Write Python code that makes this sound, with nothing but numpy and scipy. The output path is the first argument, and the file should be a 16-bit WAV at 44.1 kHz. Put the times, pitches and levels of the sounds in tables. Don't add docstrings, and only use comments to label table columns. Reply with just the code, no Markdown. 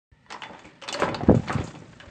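import sys
import numpy as np
from scipy import signal
from scipy.fft import rfft, irfft, next_fast_len
from scipy.io import wavfile
from scipy.ndimage import map_coordinates

SR = 44100
rng = np.random.default_rng(int(sys.argv[2]) if len(sys.argv) > 2 else 0)


def unload_audio(sound):
    columns = np.transpose(np.atleast_2d(sound))
    steps = np.round(np.clip(columns, -1, 1) * 32767)
    wavfile.write(sys.argv[1], SR, steps.astype(np.int16))


N = 92874
TIME_S = np.arange(N) / SR


def amp(db):
    return 10 ** (np.asarray(db) / 20)


def along(points, hz):
    point_hz, value = np.transpose(points)
    return np.interp(np.log(hz + 1), np.log(point_hz + 1), value)


def closed(points, hz):
    octaves_below = np.log2(np.maximum(points[0][0] / (hz + 1), 1))
    octaves_above = np.log2(np.maximum((hz + 1) / points[-1][0], 1))
    return along(points, hz) - 14 * (octaves_below + octaves_above)


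def curves(rows):
    point_s, *columns = np.transpose(rows)
    return [np.interp(TIME_S, point_s, column) for column in columns]


def wobble(rate):
    knots = rng.standard_normal(int(N * rate / SR) + 4)
    return map_coordinates(knots, [np.arange(N) * rate / SR])


def coloured(x, db_of_hz):
    size = next_fast_len(2 * len(x))
    gain = amp(db_of_hz(np.fft.rfftfreq(size, 1 / SR)))
    cepstrum = irfft(np.log(gain + 1e-6), size)
    cepstrum[1:size // 2] *= 2
    cepstrum[size // 2 + 1:] = 0
    return irfft(rfft(x, size) * np.exp(rfft(cepstrum)), size)[:len(x)]


def rush(tone, lumpy_db, rate):
    lumps = rng.standard_normal(N) * amp(lumpy_db * wobble(rate))
    noise = coloured(lumps, lambda hz: closed(tone, hz))
    return noise / np.sqrt(np.mean(noise ** 2) + 1e-20)


# pitch_hz [Hz], density_db [relative dB per Hz]
HUM_TONE = [(150, -30), (250, -17), (321, -24.5), (522, -13), (632, -20), (927, -7.5), (1030, -20),
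            (1460, -13), (1650, -28), (1770, -3), (1930, -4.5), (2020, -14.5), (8430, -35), (11000, -71.5),
            (18500, -120)]


def room_hum():
    return amp(-64.5) * rush(HUM_TONE, lumpy_db=1.6, rate=16)


# pitch_hz [Hz], t60_s [s]
ROOM_DECAY = [(200, 0.3), (1000, 0.52), (4000, 0.14), (8000, 0.18)]


def room(x):
    hz, t, bands = signal.stft(rng.standard_normal(SR // 2), SR, nperseg=256)
    decay = amp(-60 * t / along(ROOM_DECAY, hz)[:, None])
    tail = signal.istft(bands * decay, SR, nperseg=256)[1]
    delayed = np.pad(x, (200, 0))
    return signal.fftconvolve(delayed, tail / np.linalg.norm(tail))[:N]


# [ms, one full swing]
PUFFS = [(0.129, -39, 15), (1.236, -18, 3.5), (1.2886, -1.5, 4.6), (1.297, -3, 2.24), (1.303, -7, 3),
         (1.3072, -2.5, 4.6), (1.314, -2.5, 2.5), (1.326, -10, 3), (1.3292, -9, 6.7), (1.346, -8, 3),
         (1.351, -9, 5.2), (1.369, -11, 8.1), (1.377, -12.5, 7), (1.398, -13.5, 6.3), (1.556, -12, 6.8),
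         (1.565, -14, 7.9), (1.599, -17.5, 8.8), (1.61, -15.5, 3.6), (1.62, -27, 3.3), (1.647, -22, 4.4),
         (2.079, -32.5, 14.6)]
# pitch_hz [Hz], density_db [relative dB per Hz]
SWIRL_TONE = [(60, -32), (150, 10), (350, -3.5), (800, -11.5), (1500, -14.5), (3000, -53)]


def puffs():
    swirl_db = -18
    swirl_lengths = 0.71
    rebound = 1.79
    push, eddy_power = np.zeros(N), np.zeros(N)
    for centre_s, level_db, length_ms in PUFFS:
        u = (TIME_S - centre_s) / (length_ms / 1000)
        width = np.where(u < -0.2, 0.3, 0.29 * rebound)
        envelope = np.exp(-abs((u + 0.2) / width) ** 1.57)
        push -= amp(level_db) * np.sin(2 * np.pi * u) * envelope
        eddy_power += amp(2 * level_db) * np.clip(u + 0.5, 0, 1) * np.exp(-abs(u) / swirl_lengths)
    return push + amp(swirl_db) * np.sqrt(eddy_power) * rush(SWIRL_TONE, lumpy_db=6.4, rate=150)


# time_s [s], scrape_db [dB], treble_hiss_db [dB]
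SCRAPE = [(0.27, -75, -107), (0.29, -55.5, -81), (0.354, -45.5, -67.5), (0.446, -56, -65),
          (0.496, -49.5, -70), (0.642, -53, -68.5), (0.865, -54, -85), (0.99, -32, -59), (1.03, -28, -48),
          (1.132, -45.5, -68.5), (1.322, -43.5, -64.5), (1.418, -43, -60), (1.5, -41, -54.5),
          (1.57, -38, -56.5), (1.786, -54, -64), (2.08, -51, -68)]
# time_s [s], level_db [dB]
RUMBLE = [(0.14, -56), (0.194, -58.5), (0.516, -52), (0.62, -59), (0.646, -42), (0.7, -55.5), (0.81, -56.5),
          (0.95, -50), (1.04, -35), (1.088, -29), (1.166, -35), (1.214, -39), (1.236, -27), (1.264, -33.5),
          (1.28, -25.5), (1.295, -14), (1.384, -30), (1.428, -35.5), (1.526, -33), (1.558, -31.5),
          (1.624, -28.5), (1.712, -44.5), (1.82, -41), (1.914, -47), (2.1, -52.5)]
# pitch_hz [Hz], density_db [relative dB per Hz]
SCRAPE_TONE = [(150, -24), (250, -6.5), (451, -11.5), (498, -33), (572, -6), (624, -10), (726, -17.5),
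               (1680, -16), (5000, -29.5), (6500, -52.5), (11000, -120)]
HISS_TONE = [(2500, 3.1), (4500, 9), (7000, 14), (8600, 5)]
RUMBLE_TONE = [(12, -54), (20, 1), (60, 1.5), (135, 7), (238, 1), (288, -12.5), (414, -18.5), (474, -15.5),
               (500, -4.5), (650, -25.5), (1100, -120)]


def slide():
    scrape_db, hiss_db = curves(SCRAPE)
    rumble_db, = curves(RUMBLE)
    touch = np.clip((TIME_S - 0.25) / 0.03, 0, 1)
    scrape = amp(scrape_db - 2.5) * rush(SCRAPE_TONE, lumpy_db=2.6, rate=120)
    hiss = amp(hiss_db) * rush(HISS_TONE, lumpy_db=2.6, rate=190)
    rumble = amp(rumble_db - 2) * rush(RUMBLE_TONE, lumpy_db=0.47, rate=40.6)
    return touch * (scrape + hiss) + rumble


def strikes(rows, modes, body, pivot_hz, ring_db, crack_db, grain_db):
    favour_db, favour_oct = 11, 0.22
    out, t = np.zeros(N + SR), np.arange(SR // 4) / SR
    mode_hz, mode_db, mode_t60 = np.transpose(modes)
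    for start_s, level_db, tilt, t60, spot_hz in rows:
        def lean(hz):
            favoured = np.exp(-(np.log2((hz + 1) / spot_hz) / favour_oct) ** 2)
            return tilt * np.log2((hz + 50) / pivot_hz) + favour_db * favoured

        noise = rng.standard_normal(len(t))
        noise[0] += amp(crack_db)
        grain = np.repeat(rng.standard_normal(len(t) // 32 + 1), 32)[:len(t)]
        onset_db = 7.15 * np.exp(-t / 0.0025)
        envelope = amp(-60 * t / t60 + onset_db + grain_db * grain)
        chatter = coloured(noise * envelope, lambda hz: closed(body, hz) + lean(hz))

        level_pick, pitch_pick = rng.standard_normal((2, len(mode_hz)))
        life = np.minimum(mode_t60, 2.22 * t60) * amp(1.5 * pitch_pick)
        mode_amp = amp(mode_db + lean(mode_hz) + 3 * level_pick)
        ring_hz = mode_hz * (1 + 0.006 * pitch_pick)
        decay = amp(-60 * t / life[:, None])
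        ring = (mode_amp[:, None] * decay * np.sin(2 * np.pi * ring_hz[:, None] * t)).sum(0)

        hit = chatter / abs(chatter).max() + amp(ring_db) * ring / abs(ring).max()
        out[round(start_s * SR):][:len(t)] += amp(level_db) * hit / abs(hit).max()
    return out[:N]


# [Hz, favoured]
KNOCKS = [(.305,-32.5,4,0.22,1940), (.311,-29,2.5,0.34,834), (.326,-30.5,1.5,0.1,1130),
          (.343,-28,1,0.17,1000), (.421,-33,-5,0.17,860), (.457,-34.5,1,0.081,840),
          (.4965,-32,-7.5,0.095,540), (.508,-40.5,1.5,0.11,850), (.535,-33.5,3.5,0.23,800),
          (.65,-38,-3.5,0.16,292), (.822,-34,3,0.42,530), (.88,-27.5,-1.5,0.29,794),
          (.926,-25.5,-1.5,.14,810), (.947,-18.5,1.5,0.12,570), (.991,-24,3.5,0.17,865),
          (.999,-21,0.5,0.21,570), (1.0213,-7.5,-1,.09,565), (1.032,-13.5,1.5,0.17,920),
          (1.0805,-17,-1,0.057,542), (1.091,-24,-4,0.087,322), (1.124,-25,-3.5,0.22,505),
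          (1.145,-22,-3.5,.08,810), (1.207,-21,-3,.1,745), (1.234,-25.5,-2.5,0.14,406),
          (1.296,-19,-6,0.076,768), (1.305,-17.5,-4.5,0.067,630), (1.345,-26.5,-6.5,0.035,530),
          (1.435,-34,6,0.11,842), (1.477,-28,3,0.091,1300), (1.4965,-16.5,1,0.068,1750),
          (1.502,-17.5,-0.5,0.1,1310), (1.509,-29,2.5,0.098,1070), (1.531,-25,1.5,0.24,1080),
          (1.584,-25,-2.5,0.06,864), (1.617,-26,5,0.088,384), (1.677,-31,-9.5,0.059,650),
          (1.742,-34,-2.5,0.25,288), (1.755,-32.5,-1,0.19,660), (1.822,-37,-5,0.18,316),
          (2.0002,-32.5,10,0.064,1600), (2.007,-34.5,5.5,0.1,1590), (2.034,-40,-1,0.13,537),
          (2.044,-47.5,-2,0.14,1100)]
# pitch_hz [Hz], level_db [relative dB], t60_s [s]
LEAF_MODES = [(343, 1.5, 0.069), (440, -12.5, 0.12), (563.5, -5, .13), (796.7, 8.5, 0.1), (861, -8.5, .29),
              (951, -9, .3), (1098, -14.5, 0.21), (1328, 2.5, 0.057), (1545, -5.5, 0.17), (1840, -6, 0.12),
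              (2036, -35, 0.079)]
# pitch_hz [Hz], gain_db [relative dB]
LEAF_BODY = [(120, -32), (200, -7), (532, -3), (683, -9), (946, -5.5), (1840, -12.5), (3710, -27.5),
             (4000, -38), (5200, -64), (8800, -120)]


def leaf_knocks():
    return strikes(KNOCKS, LEAF_MODES, LEAF_BODY, pivot_hz=800, ring_db=-5.0, crack_db=13.5, grain_db=4.0)


# [Hz, favoured]
CLICKS = [(.2637,-43,-12.5,.069,1760), (.304,-30.5,0.5,0.089,1910), (.3236,-24,1.5,0.091,5260),
          (.4206,-24,-7,0.063,2930), (.4344,-27,-4.5,0.11,2000), (.533,-41,-3.5,0.051,5700),
          (.5925,-36.5,-2.5,0.067,7000), (.6434,-40,-3,0.28,2400), (.652,-41,-2.5,0.17,7360),
          (.8167,-37.5,-1.5,0.046,5500), (.823,-31,2,0.099,3010), (.8375,-30.5,-5,0.084,5670),
          (.8785,-25.5,1.5,0.053,1660), (.8875,-16,2.5,0.043,3700), (.8935,-24,-0.5,0.045,4250),
          (.9265,-17,10,.09,2900), (.942,-18.5,0.5,0.04,4500), (.9998,-22.5,11.5,0.16,3070),
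          (1.089,-22.5,-4,0.047,2100), (1.1448,-18.5,-4,0.033,4340), (1.1533,-34.5,3,0.037,2840),
          (1.2352,-33,-7.5,.06,6020), (1.273,-34,-4.5,.055,1730), (1.3495,-30.5,1.5,0.26,7180),
          (1.478,-32,-2,.07,2770), (1.483,-24,-3.5,.06,4300), (1.527,-23.5,11.5,.08,2700),
          (1.582,-33,-7.5,0.12,2290), (1.588,-42,-7.5,0.074,3650), (1.601,-35.5,2,0.044,3400),
          (1.6408,-33.5,7,0.4,7000), (1.6731,-36,7,0.072,4600), (1.7368,-45.5,6.5,.07,3090),
          (1.751,-36,2.5,0.12,2370), (1.756,-45,-7,.06,3500), (1.86,-47,-1,.079,2260),
          (2.0002,-34.5,2,0.13,2860)]
# pitch_hz [Hz], level_db [relative dB], t60_s [s]
LATCH_MODES = [(1921, -9.5, 0.19), (2454, -3.5, 0.089), (2967, 4, 0.063), (3300, -6, 0.023),
               (3467, 2, 0.15), (4183, -6, 0.058), (4410, 0, .077), (4610, -5, 0.16), (5410, -7.5, 0.034),
               (6050, -4, 0.027), (6570, -3, 0.045)]
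# pitch_hz [Hz], gain_db [relative dB]
LATCH_BODY = [(410, -41.5), (700, -19), (810, -0.5), (977, 1), (2000, -3.5), (2250, 1.5), (3520, -5),
              (8430, -15.5), (11000, -20), (12800, -33.5), (14000, -15.5), (16000, -38.5)]


def latch_clicks():
    return strikes(CLICKS, LATCH_MODES, LATCH_BODY, pivot_hz=3540, ring_db=-7.5, crack_db=6.5, grain_db=3)


def scene():
    door = latch_clicks() + leaf_knocks()
    reflected = amp(-9.5) * room(door)
    return (door + reflected + puffs() + slide() + room_hum())[None]


def record(dry):
    start_s, open_s = 0.116, 0.00075
    shelf_hz, shelf_db, top_hz = 8600, -27.5, 15800
    opened = dry * np.clip((TIME_S - start_s) / open_s, 0, 1)
    hz = np.fft.rfftfreq(N, 1 / SR)
    bass_cut = (1j * hz / (1j * hz + 42)) ** 3
    treble = (hz < top_hz) * np.where(hz < shelf_hz, 1, amp(shelf_db))
    heard = irfft(rfft(opened) * treble * bass_cut, N)
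    return heard * (np.arange(N) > (start_s - 0.002) * SR)


dry = scene()
out = record(dry)
unload_audio(out)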